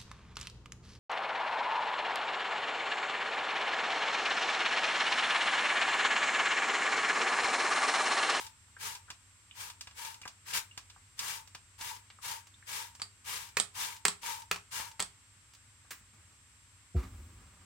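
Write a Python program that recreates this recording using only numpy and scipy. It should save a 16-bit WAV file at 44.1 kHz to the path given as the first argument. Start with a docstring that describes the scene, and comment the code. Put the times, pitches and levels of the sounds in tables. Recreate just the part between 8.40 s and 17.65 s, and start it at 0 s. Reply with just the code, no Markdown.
"""A plastic trigger sprayer mists a sheet of paper on a wooden table, close by in a small room. Each squeeze
hisses and makes a pocket of air ring. The nozzle spits, the trigger clicks and later snaps back hard, and air
bubbles into the bottle. At the end the grip scuffs, clothing rustles and the bottle scrapes and is set down
with a low thump. A faint hum and electrical whine lie under it all."""
import sys
import numpy as np
from scipy import signal
from scipy.fft import rfft, irfft, next_fast_len
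from scipy.io import wavfile
from scipy.ndimage import uniform_filter1d, map_coordinates

SR = 44100
rng = np.random.default_rng(int(sys.argv[2]) if len(sys.argv) > 2 else 0)


def digitize_waveform(pressure):
    """Quantize a signal to 16-bit integers and store it at the path in sys.argv[1].

    Rows of a 2-D input are taken as channels; values are limited to [-1, 1].
    """
    field = np.atleast_2d(pressure).T
    bounded = np.clip(field, -1, 1)
    quanta = np.round(bounded * 32767).astype(np.int16)
    wavfile.write(sys.argv[1], SR, quanta)


N = 407917
TIME = np.arange(N) / SR


def undb(db):
    """Turn decibels into a gain."""
    return 10 ** (np.asarray(db) / 20)


def fade(t, t60):
    """Die away by 60 dB in t60 seconds, the fade time."""
    return undb(-60 * t / t60)


def unit(x):
    """Scale to an average (rms) level of 1."""
    return x / np.sqrt(np.mean(x ** 2))


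def spectrum_db(points, hz):
    """Read levels off a tone colour: a list of (f/Hz, level/dB) points."""
    f, db = np.transpose(points)
    return np.interp(np.log(hz + 1), np.log(f), db)


def noise(colour):
    """Steady noise with this tone colour."""
    size = next_fast_len(N, True)
    gain = undb(spectrum_db(colour, np.fft.rfftfreq(size, 1 / SR)))
    return unit(irfft(rfft(rng.standard_normal(size)) * gain, size)[:N])


def response(colour, size=2048):
    """How an object with this tone colour answers one sharp tap."""
    cepstrum = irfft(np.log(undb(spectrum_db(colour, np.fft.rfftfreq(size, 1 / SR)))))
    # no sound may come before the tap
    cepstrum[1:size // 2] *= 2
    cepstrum[size // 2 + 1:] = 0
    ring = irfft(np.exp(rfft(cepstrum)))
    return ring / np.linalg.norm(ring)


def band(x, hz, kind, order=2):
    """Keep only the lows, the highs or a band between."""
    return signal.sosfilt(signal.butter(order, np.minimum(hz, .45 * SR), kind, fs=SR, output="sos"), x)


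def wander(rate_hz):
    """A smooth random wobble, about 1 in size."""
    step = max(int(SR / rate_hz), 1)
    stairs = np.repeat(rng.standard_normal(N // step + 1), step)
    return unit(uniform_filter1d(stairs, step)[:N])


def swell(s, length_s, attack_s, t60):
    """Loudness that builds from time s, holds, then dies away."""
    t = np.maximum(TIME - s, 0)
    return (1 - np.exp(-t / attack_s)) * fade(np.maximum(t - length_s, 0), t60)


def pan(x, db):
    """Make the left side db louder than the right."""
    return np.array([undb(db / 2) * x, undb(-db / 2) * x])


def lean(stereo, sides):
    """Move each frequency left or right, and turn it all down a little."""
    size = next_fast_len(N, True)
    side_db = spectrum_db(sides, np.fft.rfftfreq(size, 1 / SR))
    return irfft(rfft(stereo, size) * pan(0.82, side_db), size)[:, :N]


def add(out, s, x):
    """Mix x into out from time s on."""
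    start = int(s * SR)
    x = x[..., max(-start, 0):]
    start = max(start, 0)
    out[..., start:start + x.shape[-1]] += x[..., :N - start]


def squeeze(length_s, crest_s, open_s=0.019, sag_db=35, shut_db_per_s=160):
    """The flow opens quickly, rises and falls with the finger's push, and dies as the valve shuts."""
    t = TIME[:SR // 2]
    push_db = -sag_db * ((t - crest_s) / length_s) ** 2
    shut_db = -shut_db_per_s * np.maximum(t - length_s, 0)
    return (1 - np.exp(-t / open_s)) ** 2 * undb(push_db + shut_db)


# Tone colour of the mist: f/Hz, level/dB
MIST_COLOUR = [(100, -11), (300, -30), (430, -9), (560, -18), (760, -19.5), (1000, 4.5), (1500, 4),
               (2200, 5), (4000, 1.5), (6000, 2.5), (8500, 2), (11500, -2.5), (16000, -6.5)]


def mist(drops_db=-7, drops_per_s=2500):
    """Smooth hiss with a dense patter of larger drops."""
    drops = (rng.random(N) < drops_per_s / SR) * rng.standard_normal(N)
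    drops *= undb(1.23 * rng.exponential(size=N))
    hiss = noise(MIST_COLOUR)
    patter = unit(signal.fftconvolve(drops, response(MIST_COLOUR))[:N])
    return hiss + undb(drops_db) * patter


# Pushes on the trigger, levels relative: t/s, length/s, time to full push/s, hiss level/dB,
# air pocket level/dB, valve click level/dB
SQUEEZES = [(-0.105, 0.17, 0.064, -41.5, 2.5, -40.5), (0.38, 0.17, 0.075, -40, -0.5, -38),
            (1.14, 0.16, 0.071, -43.5, -4.5, -40), (1.543, 0.2, 0.074, -43.5, -0.5, -44),
            (2.047, 0.16, 0.037, -42.5, -6, -52), (2.116, 0.069, 0.041, -30.5, -8, -52),
            (2.762, 0.21, 0.11, -38.5, -3, -44), (3.373, 0.19, 0.078, -42, 1, -49),
            (3.809, 0.18, 0.06, -39, -0.5, -60), (4.254, 0.23, 0.076, -40, -2.5, -54),
            (4.838, 0.25, 0.071, -39.5, -7.5, -48), (5.335, 0.23, 0.056, -37, 2.5, -45.5),
            (5.809, 0.21, 0.056, -39, 5, -47), (6.304, 0.21, 0.029, -36.5, 1.5, -48)]
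# Where the mist sits: f/Hz, left minus right/dB
MIST_SIDES = [(400, 14), (900, 3), (1600, 5), (3200, 8.5), (5500, 7.5), (8000, 0), (13000, 1.5)]


def spray(pocket_hz=(880, 952), pocket_db=-52, full_ring_db=-44, lag_s=0.012, paper_db=-18):
    """The jet points away, so its hiss arrives scattered, different on each side. It brushes the paper."""
    flow, drive = np.zeros((2, N))
    for s, length_s, crest_s, db, ring_db, _ in SQUEEZES:
        jet = undb(db) * squeeze(length_s, crest_s)
        add(flow, s, jet)
        # swirling air rings a pocket under the grip, a moment late and even at a weak flow
        add(drive, s + lag_s, undb(ring_db) * np.minimum(jet / undb(full_ring_db), 1) ** 0.7)
    hiss = np.array([mist(), mist()]) * flow * undb(1.4 * wander(120))
    pocket = unit(band(rng.standard_normal((2, N)), pocket_hz, "bandpass"))
    pocket *= drive * undb(pocket_db + 2 * wander(30))
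    paper = noise([(60, -22), (130, -1), (250, -14.5), (450, -14.5), (900, 0.5), (3000, -25)])
    return lean(hiss + pocket + paper * flow * undb(paper_db), MIST_SIDES)


# Tone colour of the room's air: f/Hz, level/dB
AIR_COLOUR = [(25, -40), (41, -9.5), (60, -9.5), (97, -5), (166, -22.5), (263, -23), (373, -31),
              (695, -32.5), (1000, -23), (2280, -22), (4030, -27), (8000, -26.5), (10000, -31.5),
              (16000, -48.5)]
# Mains hum and electrical whine: f/Hz, level/dB
HUM_TONES = [(97.3, -70), (7643, -69), (8357, -73.5), (9050, -79.5), (9187, -84)]


def air_and_hum(air_db=-62.5):
    """Still room air, alike on both sides in the bass, with hum and a thin whine."""
    highs = band(np.array([noise(AIR_COLOUR), noise(AIR_COLOUR)]), 310, "highpass", order=1)
    lows = band(noise(AIR_COLOUR), 580, "lowpass", order=1)
    hum = sum(np.sqrt(2) * undb(db) * np.sin(2 * np.pi * hz * TIME + 0.15 * wander(13))
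              for hz, db in HUM_TONES)
    return undb(air_db) * (highs + lows) + hum


def contact(body, rise_s, t60, size=2048):
    """Plastic catches on plastic: a burst of tiny slips sets a body ringing."""
    t = TIME[:size]
    shape = (1 - np.exp(-t / rise_s)) * fade(t, t60)
    slips = rfft(rng.standard_normal(size) * shape)
    burst = irfft(slips / np.abs(slips)) * np.sqrt(shape)  # even from bass to treble
    return signal.fftconvolve(burst / np.linalg.norm(burst), body)


# Trigger clicks between squeezes, nozzle spits during them: t/s, relative level/dB, lows/dB, treble/dB
LIGHT_TICKS = [(0.702, -35, -4.5, -10), (1.409, -35.5, -13.5, -7), (1.471, -41, -4.5, -15),
               (1.51, -49.5, -4, -16), (1.648, -38, -9, -4), (1.815, -42.5, -4, -7), (1.853, -37, 14.5, -4),
               (1.876, -36.5, -8.5, -8), (2.135, -31, -15, -12), (2.375, -34.5, -5, -8.5),
               (2.499, -46.5, -13, -15), (2.791, -27.5, -22, -8), (3.074, -47.5, -5, -5),
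               (3.148, -38, -3.5, -9.5), (3.41, -34, -6, -10), (3.701, -46.5, -8, -25),
               (4.069, -49.5, -1, -3), (4.55, -45.5, -3, -1), (4.597, -43, 2, -10), (4.617, -38.5, -2, -6),
               (5.831, -42, -5, -20), (6.159, -36, 0.5, -9), (6.399, -36, 4, -9), (7.135, -52, -5, -4),
               (7.148, -51.5, -14, -7)]
# Tone colour of a tick: f/Hz, level/dB
TICK_COLOUR = [(100, -3.5), (500, -15), (950, -1.5), (1900, -3), (3000, 0), (3900, -3.5), (4600, -1),
               (6000, -1.5), (8500, -6), (11000, -16.5), (16000, -19)]


def ticks(gain_db=21, low_boost_db=5, treble_boost_db=7, valve_tilt_db=(-9.5, -8.5)):
    """The trigger clicks, the nozzle spits, and the valve clicks shut after each squeeze."""
    out = np.zeros(N)
    hz, body_db = np.transpose(TICK_COLOUR)
    valve = [(s + length_s, db, *valve_tilt_db) for s, length_s, _, _, _, db in SQUEEZES]
    for s, db, low, treble in list(LIGHT_TICKS) + valve:
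        tilt_db = spectrum_db([(1400, low + low_boost_db), (3500, 0), (8000, treble + treble_boost_db)], hz)
        body = response(np.c_[hz, body_db + tilt_db])
        add(out, s, undb(db + gain_db) * contact(body, rise_s=0.00062, t60=0.05))
    return out


# Air bubbling through the vent, and one bright ping of a trigger click:
# t/s, starting f/Hz, relative level/dB, fade time/s
SHORT_CHIRPS = [(0.28, 1100, -53.5, 0.021), (.366, 1550, -40.5, 0.03), (.68, 1386, -47.5, 0.1),
                (1.111, 2970, -33.5, 0.015), (1.817, 3000, -56, 0.039), (1.832, 2380, -45, 0.062),
                (1.853, 1600, -48, 0.035), (2.063, 1885, -45, 0.06), (2.311, 2740, -49.5, 0.065),
                (2.562, 1140, -50.5, 0.027), (3.703, 2090, -54, 0.054), (3.787, 1240, -46, 0.035),
                (4.141, 3550, -53, 0.03), (4.225, 1750, -49, 0.021), (4.618, 4600, -26, 0.012),
                (7.447, 1135, -52.5, 0.033)]


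def chirps(glide_per_s=4.5):
    """Air bubbles and one trigger ping sound as short, rough chirps that rise in pitch."""
    out, t = np.zeros(N), TIME[:SR // 8]
    for s, hz, db, t60 in SHORT_CHIRPS:
        grit = unit(band(rng.standard_normal(len(t)), 315, "lowpass"))
        chirp = np.sin(2 * np.pi * hz * (t + glide_per_s * t ** 2 / 2))
        shape = (1 - np.exp(-t / 0.00059)) * fade(t, t60)
        add(out, s, undb(db) * chirp * (1 + grit) * shape)
    return out


# The trigger springs back: t/s, relative level/dB, knock/dB, spring/dB, left minus right/dB
TRIGGER_SNAPS = [(4.6179, -24, -25, -7, -1), (5.169, -24.5, 6, -3, -3), (5.199, -21.5, -18, 3.5, -4.5),
                 (5.6516, -21, 4.5, 0.5, -2.5), (5.6816, -22, -14.5, 2, 1.5), (6.112, -23.5, 4, -17, -1),
                 (6.5950, -17.5, -13.5, -21, 3), (6.6020, -20, -13, -4, -3), (6.6239, -28.5, -16.5, 1, 0)]
# Notes of the bottle and spray head: f/Hz, relative level/dB, fade time/s
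BOTTLE_NOTES = [(172.5, -7, 0.25), (408.7, -8, 0.22), (1110, -11, 0.21), (1320, 12.5, 0.029),
                (1860, 1.5, 0.069), (2130, 1, 0.061), (2720, 3.5, 0.062), (3275, -1, 0.16),
                (4270, -18, 0.056), (4390, 4.5, 0.11)]
# Tone colours of the hollow knock and of the spring: f/Hz, level/dB
KNOCK_COLOUR = [(80, -28), (180, -14), (330, -19), (450, -3), (650, -10), (1300, -1.5), (1550, -3.5),
                (1800, 4), (2600, 3.5), (3000, -7), (6500, -8), (8200, -10), (11500, -17.5), (16000, -17)]
SPRING_COLOUR = [(90, -55), (200, -9), (400, -26), (650, -17), (1200, -13.5), (1700, -30.5), (3300, -9),
                 (3800, -11), (4500, -8.5), (5700, -15.5), (7000, -14.5), (7600, -5.5), (8300, -4.5),
                 (9300, -17.5), (16000, -41)]


def snaps(gain_db=20, shell_db=-6, rattle_db=-12, bounces_per_s=500):
    """The freed trigger knocks the hollow bottle and its stop; the spring rings, loose parts rattle."""
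    out, t = np.zeros((2, N)), TIME[:SR // 8]
    shell = sum(undb(db) * np.sin(2 * np.pi * hz * t) * fade(t, t60) for hz, db, t60 in BOTTLE_NOTES)
    shell *= undb(shell_db) / np.linalg.norm(shell)
    for s, db, knock_db, spring_db, side_db in TRIGGER_SNAPS:
        knock = undb(knock_db) * contact(response(KNOCK_COLOUR), rise_s=0.0082, t60=0.015)
        spring = undb(spring_db) * contact(response(SPRING_COLOUR), rise_s=0.0025, t60=0.0066)
        ring = undb(knock_db / 2) * contact(shell, rise_s=0.001, t60=0.0035)
        bounces = (rng.random(len(t)) < bounces_per_s / SR) * rng.standard_normal(len(t))
        bounces *= fade(t, t60=0.18)
        bounces /= np.linalg.norm(bounces)
        rattle = undb(rattle_db + knock_db / 2) * signal.fftconvolve(bounces, response(TICK_COLOUR))
        for part in (knock, spring, ring, rattle):
            add(out, s, pan(undb(db + gain_db) * part, side_db))
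    return out


# Where the pump's sounds sit: f/Hz, left minus right/dB
PUMP_SIDES = [(400, 2.5), (1500, 3), (3200, -1), (5500, 3.5), (8000, -8), (12000, 2)]
# How late they reach the left side: t/s, delay/samples
LEFT_DELAY = [(0, -4.5), (2.8, -4), (3.6, -1), (4.3, 1), (5, 3), (5.5, 0), (9, 0)]


def moving_pump():
    """The hand crosses from left to right, shifting which side hears the pump first."""
    pump = lean(ticks() + snaps() + chirps(), PUMP_SIDES)
    delay = np.interp(TIME, *np.transpose(LEFT_DELAY))
    pump[0] = map_coordinates(pump[0], [np.arange(N) - delay], order=3)
    return pump


def scuff(s=7.506, db=-12.5):
    """One brief, gritty scuff of plastic as the grip shifts."""
    out = np.zeros(N)
    plastic = response([(200, -5), (800, -9), (1150, 1.5), (1900, 4.5), (3500, -3), (8000, -1.5),
                        (12000, -11.5), (15500, -3.5)])
    add(out, s, undb(db) * contact(plastic, rise_s=0.0011, t60=0.17, size=4096))
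    return out


# Rustles of clothing, and a short scrape as the bottle is set down (8.556 s): t/s, length/s, relative level/dB
RUSTLES = [(7.592, 0.023, -66), (7.725, 0.07, -61.5), (7.872, 0.047, -65), (8.556, 0.038, -42.5),
           (8.646, 0.58, -62.5)]
# Tone colour of cloth: f/Hz, level/dB
CLOTH_COLOUR = [(200, 11.5), (450, -5), (900, -3), (1200, 3), (1800, -5), (2100, -4.5), (3000, -11),
                (7000, -18), (12000, -23)]


def clothing(gain_db=-3, flutter_db=2.5):
    """Cloth rubs softly as the arm draws back, and the bottle scrapes briefly as it is set down."""
    rubbing = sum(undb(db) * swell(s, length_s, attack_s=0.016, t60=0.25) for s, length_s, db in RUSTLES)
    return noise(CLOTH_COLOUR) * rubbing * undb(gain_db + flutter_db * wander(65))


# Notes of the table top: f/Hz, level/dB, fade time/s
TABLE_NOTES = [(164, -26, 0.11), (263, -41, 0.39), (366, -36, 0.24), (478, -43, 0.21), (690, -42, 0.088)]


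def set_down(s=8.546, thud_db=-21, swell_s=0.021, start_hz=145, end_hz=55, sink_s=0.016, rock_db=-47):
    """The bottle lands: a thud sinks in pitch as the table takes its weight, then it rocks to rest."""
    out, t = np.zeros(N), TIME[:SR]
    thud_hz = end_hz + (start_hz - end_hz) * np.exp(-t / sink_s)
    push = (t / swell_s * np.exp(1 - t / swell_s)) ** 2
    add(out, s, undb(thud_db) * push * np.sin(2 * np.pi * np.cumsum(thud_hz) / SR))
    onset = 1 - np.exp(-t / 0.0048)
    for hz, db, t60 in TABLE_NOTES:
        add(out, s, undb(db) * onset * np.sin(2 * np.pi * hz * t) * fade(t, t60))
    rumble = noise([(30, -39), (50, -3), (75, -2), (100, -8.5), (170, -37), (260, -22), (500, -44),
                    (1500, -53)])
    return out + rumble * undb(rock_db) * swell(s, length_s=0.29, attack_s=0.014, t60=0.94)


def room(x, early_db=-4, late_db=-7):
    """Sound bounces quickly off table and arm, then dies away in the room, the treble first."""
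    t = TIME[:SR // 2]
    early, late = rng.standard_normal((2, 2, len(t)))
    early *= (t > .0015) * fade(t, t60=0.051)
    lows = band(late, 1240, "lowpass", order=1)
    highs = late - lows
    tail = (t > .007) * (lows * fade(t, t60=0.25) + highs * fade(t, t60=0.19))
    echo = (undb(early_db) * unit(early) + undb(late_db) * unit(tail)) / np.sqrt(len(t))
    echo = band(echo, 340, "highpass")
    return x + signal.fftconvolve(x, echo, axes=1)[:, :N]


def scene():
    """Sprayer and clothing echo in the room; the thump, air and hum are added without echo."""
    pump = moving_pump()
    return room(spray() + pump + clothing() + scuff()) + set_down() + air_and_hum()


def record(dry, bottom_hz=45, top_hz=16050):
    """Cut the deepest bass and the highest treble."""
    dry = band(dry, bottom_hz, "highpass", order=4)
    return signal.sosfilt(signal.ellip(10, .2, 70, top_hz, fs=SR, output="sos"), dry)


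dry = scene()
out = record(dry)
digitize_waveform(out)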